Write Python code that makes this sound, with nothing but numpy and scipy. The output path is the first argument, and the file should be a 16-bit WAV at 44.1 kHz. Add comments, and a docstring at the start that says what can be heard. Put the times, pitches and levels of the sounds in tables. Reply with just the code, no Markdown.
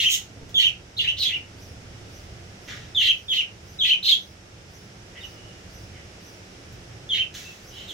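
"""Budgerigars chirp close by in a netted aviary with brick walls.
Each chirp is a falling whistle that breaks into a rasp and clears into an arch; a few calls are
shriller squawks. Walls and perches throw them back. Other birds answer from further off, wings beat
and rustle, and a small bird pipes outside over a low outdoor rumble."""
import sys
import numpy as np
from scipy import signal
from scipy.fft import rfft, irfft, next_fast_len
from scipy.io import wavfile

SR = 44100
rng = np.random.default_rng(int(sys.argv[2]) if len(sys.argv) > 2 else 0)


def to_wav(sig):
    """Store sig (one row per channel, or 1-D mono) as 16-bit WAV at the path in sys.argv[1].

    Samples outside -1..1 are clipped; the rate is SR.
    """
    pcm = np.clip(np.atleast_2d(sig), -1, 1) * 32767
    pcm = np.round(pcm).astype(np.int16)
    wavfile.write(sys.argv[1], SR, pcm.T)  # frames by channels


N = 349713
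TIME, FREQS = np.arange(N) / SR, np.fft.rfftfreq(N, 1 / SR)
PROGRESS = np.linspace(0, 1, 25)[1:-1]  # breakpoints along a note
# Resonances of a budgerigar's throat and beak: f/Hz, gain/dB
THROAT_EQ = [(900, -42), (1500, -17), (1950, 3), (2350, -1.5), (3000, 7), (4100, 0.5), (4900, -7),
             (6300, 3), (7600, -5.5), (9500, -6), (11000, -9), (13300, 6.5), (16000, 4)]


def amp(db):
    """Decibels to gain."""
    return 10 ** (np.asarray(db) / 20)


def unit(x):
    """Scales to rms 1."""
    return x / np.sqrt(np.mean(x ** 2) + 1e-20)


def read(points, hz):
    """Reads a spectrum on a log-frequency axis."""
    f, value = np.transpose(points)
    return np.interp(np.log(hz + 1), np.log(f + 1), value)


def follow(rows, t):
    """Reads every column of a breakpoint curve at the times t."""
    s, *columns = np.transpose(rows)
    return [np.interp(t, s, c) for c in columns]


def colour(x, gain):
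    """Filters by a gain given at FREQS."""
    size = next_fast_len(N + 4096)
    curve = np.interp(np.fft.rfftfreq(size, 1 / SR), FREQS, gain)
    return irfft(rfft(x, size) * curve, size)[..., :N]


def wander(count, hz):
    """Smooth random motion of rms 1, up to about hz."""
    f = np.fft.rfftfreq(count, 1 / SR)
    return unit(irfft(rfft(rng.standard_normal(count)) * np.exp(-(f / hz) ** 2), count))


def add(mix, s, sound):
    """Mixes a sound in at time s."""
    part = mix[max(round(s * SR), 0):][:len(sound)]
    part += sound[:len(part)]


def arc(begin, middle, end):
    """A parabola through three values over the course of a note."""
    u = PROGRESS
    return begin + (end - begin) * u + 4 * u * (1 - u) * (middle - (begin + end) / 2)


def syrinx(gesture, overtones_db, flutter_hz=840, throb=0.37, jitter=0.0787, quiver=0.021):
    """A whistling membrane; in a rasp, uneven flutter swings pitch and level, throwing sidebands."""
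    t = np.arange(gesture[0][0], gesture[-1][0], 1 / SR)
    hz, level_db, rough = follow(gesture, t)  # gesture rows: t/s, f/Hz, level/dB, roughness/0-1
    count = len(t)
    flutter = 2 * np.pi * np.cumsum(flutter_hz * (1 + 0.2536 * wander(count, 203.4))) / SR
    shaky_hz = hz * (1 + (quiver + jitter * rough) * wander(count, 283))
    phase = 2 * np.pi * np.cumsum(shaky_hz) / SR + 1.8 * rough ** 1.35 * np.sin(flutter)
    overtones = sum(amp(-7 * (k - 2)) * np.sin(k * phase + 0.27 * k * wander(count, 600))
                    for k in range(2, 6))
    purity_db = -10 * np.exp(-rough / 0.097)  # a clear whistle is nearly a sine
    tone = np.sqrt(2) * np.sin(phase) + amp(overtones_db + purity_db) * unit(overtones)
    tone *= 1 + throb * rough * np.cos(flutter)
    return t[0], amp(level_db) * tone * signal.windows.tukey(count, .03)


def slide(start, length, from_hz, level_db, end_hz=3122, attack_s=0.017):
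    """Opening gesture: a whistle swells, falls fast, levels off and frays late."""
    t = length * PROGRESS
    hz = end_hz + (from_hz - end_hz) * (1 - PROGRESS) ** 2.1
    swell_db = -13.5 * np.exp(-t / attack_s)
    rough = .02 + .39 * PROGRESS ** 2.7
    return np.column_stack([start + t, hz, level_db + swell_db, rough])


def rasp(start, length, middle_hz, end_hz, level_db, break_hz=2722, warble_hz=50):
    """Middle gesture: the voice breaks and warbles, roughest and quietest halfway through."""
    t = length * PROGRESS
    warble = 1 + 0.075 * np.sin(2 * np.pi * warble_hz * (t - length / 2))
    hz = arc(break_hz, middle_hz, end_hz) * warble
    rough = arc(0.52, 0.736, 0.52)
    return np.column_stack([start + t, hz, level_db + arc(5.5, 0, 5.5), rough])


def arch(start, length, nominal_hz, level_db):
    """Closing gesture: the whistle rises and falls, loudest and clearest near its top."""
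    hz = nominal_hz * arc(.8, 0.97, 0.7)
    rough = arc(0.28, 0.039, 0.28)
    return np.column_stack([start + length * PROGRESS, hz, level_db + arc(-3, 0, -4), rough])


def chirp(start, slide_s, rasp_s, arch_s, from_hz, middle_hz, end_hz, arch_hz,
          slide_db, rasp_db, arch_db, overtones_db):
    """Slide, rasp and arch, sung without a gap."""
    gesture = np.vstack([slide(start, slide_s, from_hz, slide_db),
                         rasp(start + slide_s, rasp_s, middle_hz, end_hz, rasp_db),
                         arch(start + slide_s + rasp_s, arch_s, arch_hz, arch_db)])
    return syrinx(gesture[gesture[:, 0] >= 0], overtones_db)


def aviary(x, lag, direct_db, early_db, tail_db):
    """Direct sound, hard reflections and a short diffuse tail; a positive lag delays the left side."""
    # Slaps off walls and perches: delay/s, signed gain
    echoes = [(.0041, .5), (.0093, -.5), (.0146, .45), (.0212, -.4), (.033, .3)]
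    # Decay of the tail: f/Hz, T60/s
    decay_times = [(1000, 0.096), (2000, 0.29), (3100, 0.19), (4500, 0.26), (14000, 0.2)]
    t = np.arange(SR // 2) / SR
    taps = rng.choice([-1., 1.], (2, len(t)))
    taps *= (rng.random((2, len(t))) < .06) * (t > .006)  # sparse, after a pre-delay
    hz, frames, spectra = signal.stft(taps, SR, nperseg=256)
    decay = amp(-60 * frames / read(decay_times, hz)[:, None])
    tail = signal.istft(spectra * decay, SR, nperseg=256)[1][:, :len(t)]
    response = amp(tail_db) * tail / np.linalg.norm(tail, axis=1, keepdims=True)
    for channel, side in zip(response, (1, -1)):
        channel[max(side * lag, 0)] += amp(direct_db)
        for delay, gain in echoes:
            arrival = delay * (1 + lag / 100) * SR + side * 8 * gain  # shifts with perch and side
            channel[round(arrival)] += amp(early_db) * gain
    return signal.fftconvolve(x[None], response, axes=1)[:, :N]


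def near_birds():
    """Each close call comes from its own perch, coloured by throat and beak."""
    # Every call's row ends with: overtones/dB, left lag/samples, pan to the left/dB
    # Chirps: t/s, slide/s, rasp/s, arch/s, slide start/Hz, rasp middle/Hz, rasp end/Hz,
    # nominal arch pitch/Hz, slide/dB, rasp/dB, arch/dB
    chirps = [ (-.045, 0.048, .044, .049, 3650, 3290, 2602, 3225, -18, -25.5, -19.5, -9, 2.5, .2),
              (0.54, 0.058, .034, .054, 3666, 3350, 2723, 3256, -18.5, -22, -19.5, -15, 7, -0.5),
              (1.278, 0.011, .033, 0.052, 3200, 2252, 2190, 3020, -32, -33.5, -28.5, -19, -1, 1),
              (2.944, .072, .064, .042, 3810, 3193, 2807, 3280, -21, -23, -18, -17.5, 0, 0.5),
              (3.279, 0.055, .044, 0.041, 3650, 3550, 2780, 3130, -22.5, -28.5, -22.5, -16.5, 17, 0),
              (3.785, .065, 0.052, 0.041, 4010, 3436, 2740, 3175, -20.5, -24, -17, -19, -15.5, 0.5),
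              (7.088, .056, .04, 0.048, 3600, 3040, 2380, 3294, -25, -29.5, -26, -17.5, 1.5, 0), ]
    # A second bird screeches over the first chirp: t/s, length/s, from/Hz, to/Hz, level/dB, roughness
    screeches = [(0.086, .088, 3265, 3045, -24.5, 0.57, 3, 6, -1)]
    # Squawks climb to a shrill note and tumble through a rasp: rows of (t/s, f/Hz, level/dB, roughness)
    squawks = [ ([(.966, 3600, -38, 0), (.981, 4150, -27, .35), (.997, 2810, -22.5, 0.03),
               (1.014, 3630, -24.5, .6), (1.032, 2905, -42, 0.88), (1.047, 2320, -23, 0.98),
               (1.064, 2250, -36.5, 0.2), (1.08, 2860, -19, 0.22), (1.1, 3210, -25.5, 0.03),
               (1.112, 2550, -28, 0.4)], -19, -20, 0), ([(1.166, 3726, -41, 0.26),
               (1.188, 3934, -28.5, 0.89), (1.208, 4177, -22, 0.09), (1.226, 3820, -19.5, .55),
               (1.25, 3650, -27, 0.66), (1.261, 3183, -24, 0.42), (1.274, 3410, -22, 0.18),
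               (1.288, 3090, -34, 0.7)], -15.5, -2, -0.53), ([(4.027, 3430, -27, 0), (4.035, 4300, -25, .2),
               (4.053, 3706, -23.5, 0.78), (4.076, 4315, -13, 0), (4.083, 3020, -23.5, 0.7),
               (4.096, 4203, -10, 0.38), (4.104, 3750, -25, 0.7), (4.113, 3955, -17.5, 0.55),
               (4.127, 3278, -12.5, 0.01), (4.16, 3204, -43.5, 0.88)], -17.5, -13, -.1), ]
    out = np.zeros((2, N))
    for voice, calls in ((chirp, chirps), (syrinx, squawks), (glide, screeches)):
        for *call, lag, pan_db in calls:
            start, sound = voice(*call)
            stereo = aviary(sound, round(lag), direct_db=-2, early_db=-5, tail_db=-3.5)
            stereo *= amp([[pan_db], [-pan_db]])
            for channel, heard in zip(out, stereo):
                add(channel, start, heard)
    return colour(out, amp(read(THROAT_EQ, FREQS)))


def outdoors(wash_db=-51, hiss_db=-53):
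    """The bed: lumpy distant rumble, a mid wash and leaf hiss, with a wavering hum."""
    # Stereo image, near mono in the bass: f/Hz, left-right correlation
    image = [(60, 0.98), (150, 1), (380, 0.75), (950, -0.081), (2380, -0.17), (5980, 0.14), (15000, -0.51)]
    # Spectrum of the open air: f/Hz, density/dB
    air_eq = [(15, -36.5), (25, -6.5), (108, 6.5), (149, -5.5), (185, -5.5), (229, -18), (344, -16),
              (1010, -22), (1370, -13), (2830, -14), (4370, -20), (5420, -14.5), (7710, -25), (16000, -41)]
    # Fader ride on the rumble: t/s, level/dB
    rumble_ride = [(0.0, -46), (4.37, -49.5), (7.84, -47), (7.93, -53)]
    # Tones of the hum: f/Hz, level/dB
    hum_tones = [(102.3, -61.5), (344.5, -62)]
    rumble_trim_db, hum_trim_db = 1, -2
    correlation = np.clip(read(image, FREQS), -1, 1)
    mid = colour(rng.standard_normal(N), np.sqrt(1 + correlation))
    side = colour(rng.standard_normal(N), np.sqrt(1 - correlation))
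    noise = np.array([mid + side, mid - side])
    low = 1 / (1 + (FREQS / 190) ** 8)
    high = 1 - 1 / (1 + (FREQS / 950) ** 8)
    rumble_db = follow(rumble_ride, TIME)[0] + rumble_trim_db + 2 * wander(N, 4.2)
    out = np.zeros((2, N))
    for band, level_db in ((low, rumble_db), (1 - low - high, wash_db), (high, hiss_db)):
        layer = colour(noise, amp(read(air_eq, FREQS)) * band)
        out += layer / np.std(layer.mean(0)) * amp(level_db)
    drift = 1 + 0.0156 * wander(N, 4.0)
    for hz, level_db in hum_tones:
        phase = 2 * np.pi * np.cumsum(hz * drift) / SR
        out += amp(level_db + hum_trim_db) * np.sqrt(2) * np.sin(phase)
    return out


def glide(start, length, from_hz, to_hz, level_db, rough, overtones_db):
    """A single note on a straight pitch ramp that swells and fades."""
    hz = from_hz + (to_hz - from_hz) * PROGRESS
    swell_db = level_db + arc(-15.5, 0, -15.5)
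    gesture = np.column_stack([start + length * PROGRESS, hz, swell_db, np.full_like(hz, rough)])
    return syrinx(gesture, overtones_db)


def wings(beat_hz=17, cutoff_hz=560):
    """Each wingbeat pushes a soft, low puff of air."""
    # Birds in flight: start/s, end/s, level/dB
    flights = [(0.248, 0.6, -48), (1.31, 2.193, -53.5)]
    air = unit(colour(rng.standard_normal(N), 1 / (1 + (FREQS / cutoff_hz) ** 4)))
    swell = sum(amp(level_db) * np.sqrt(np.interp(TIME, [start, (start + end) / 2, end], [0, 1, 0]))
                for start, end, level_db in flights)
    return air * swell * (1 + 0.86 * np.sin(2 * np.pi * beat_hz * TIME))


def rustles(grain_db=3):
    """Feathers and claws brush net and perch: grainy noise that swells and dies."""
    # Wing rustles and perch scrapes: t/s, rise/s, T60/s, level/dB, tilt/(dB per octave)
    brushes = [(.49, 0.0047, .05, -44.5, 10.5), (2.673, 0.017, 0.55, -37.5, 1.5),
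               (6.715, 0.014, 0.14, -56, 15), (7.338, 0.0036, 0.68, -39, 7.5), (7.35, 0.033, 1, -47, 11.5)]
    # Their shared tone colour: f/Hz, gain/dB
    brush_eq = [(300, 5.5), (800, -11), (1400, 1.5), (1950, 6.5), (2500, -1), (3500, 3), (4600, -8.5),
                (6300, -7.5), (8500, -27.5), (14000, -34)]
    out, t = np.zeros(N), np.arange(SR // 2) / SR
    hz = np.fft.rfftfreq(len(t), 1 / SR)
    for start, rise, t60, level_db, tilt_db in brushes:
        grains = rng.standard_normal(len(t)) * amp(grain_db * wander(len(t), 400))
        eq = amp(read(brush_eq, hz) + tilt_db * np.log2(np.maximum(hz, 500)))
        envelope = np.minimum(t / rise, 1) * amp(-60 * np.maximum(t - rise, 0) / t60)
        add(out, start, amp(level_db) * envelope * unit(irfft(rfft(grains) * eq, len(t))))
    return out


def piping_bird(second_db=-10, third_db=-9):
    """A small bird outside repeats one thin, arching whistle of three harmonics."""
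    # Contour of the call: t/s from its top, f/Hz, level/dB
    tune = [(-.065, 4450, -11.5), (-.035, 4823, -6.5), (-.005, 6200, 0), (.015, 5890, -3.5),
            (.04, 4600, -6.5), (.07, 5530, -6), (0.106, 4810, -10.5)]
    # The top of each call: t/s, level/dB
    calls = [(1.631, -51.5), (2.155, -53), (2.673, -53.5), (3.19, -52), (3.699, -52.5), (4.225, -51),
             (4.755, -52.5), (5.255, -52), (5.755, -52.5), (6.269, -53), (7.689, -50)]
    out, t = np.zeros(N), np.arange(tune[0][0], tune[-1][0], 1 / SR)
    hz, envelope_db = follow(tune, t)
    for top_s, level_db in calls:
        phase = 2 * np.pi * np.cumsum(hz * (1 + 0.027 * wander(len(t), 260))) / SR
        tone = np.sin(phase) + amp(second_db) * np.sin(2 * phase) + amp(third_db) * np.sin(3 * phase)
        add(out, top_s + t[0], amp(level_db + envelope_db) * tone)
    return out


def far_birds():
    """Soft chatter from the far end of the aviary, coloured by throat and beak."""
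    # Single notes: t/s, length/s, from/Hz, to/Hz, level/dB, roughness/0-1, overtones/dB
    notes = [ (5.144, 0.068, 1930, 2000, -46, 0.57, -28), (5.202, 0.029, 3750, 3500, -47.5, 0, -34),
             (5.226, 0.033, 3145, 2800, -44, 0.25, -28), (5.249, .38, 2910, 2885, -63.5, 0.11, -28),
             (5.92, 0.1, 2300, 1980, -54, 0.42, -25), (7.436, .08, 2650, 2597, -45.5, 0, -35),
             (7.699, 0.2, 3030, 3125, -48.5, 0.63, -10), (7.87, 0.063, 3780, 3040, -41.5, .35, -9), ]
    out = np.zeros(N)
    for note in notes:
        add(out, *glide(*note))
    return colour(out, amp(read(THROAT_EQ, FREQS)))


def scene():
    """Close calls up front, the other birds and wings a little wetter, all over the outdoor bed."""
    background = far_birds() + piping_bird() + rustles() + wings()
    far = aviary(background, lag=0, direct_db=-0.5, early_db=-2, tail_db=-1.5)
    return near_birds() + far + outdoors()


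def record(dry, threshold_db=-30, squeeze=0.19, release_db_per_s=3, balance_db=0.93, cutoff_hz=15900):
    """Gain control ducks on loud chirps and recovers slowly; the image leans right; the top is cut."""
    power = signal.lfilter([.001], [1, -.999], (dry ** 2).mean(0))
    duck_db = squeeze * np.maximum(10 * np.log10(power + 1e-12) - threshold_db, 0)
    release_db = release_db_per_s * TIME
    duck_db = np.maximum.accumulate(duck_db + release_db) - release_db
    ducked = dry * amp(-duck_db) * amp([[-balance_db], [balance_db]])
    lowpass = signal.firwin(511, cutoff_hz, window=("kaiser", 9), fs=SR)
    return signal.oaconvolve(ducked, lowpass[None], "same")


dry = scene()
out = record(dry)
to_wav(out)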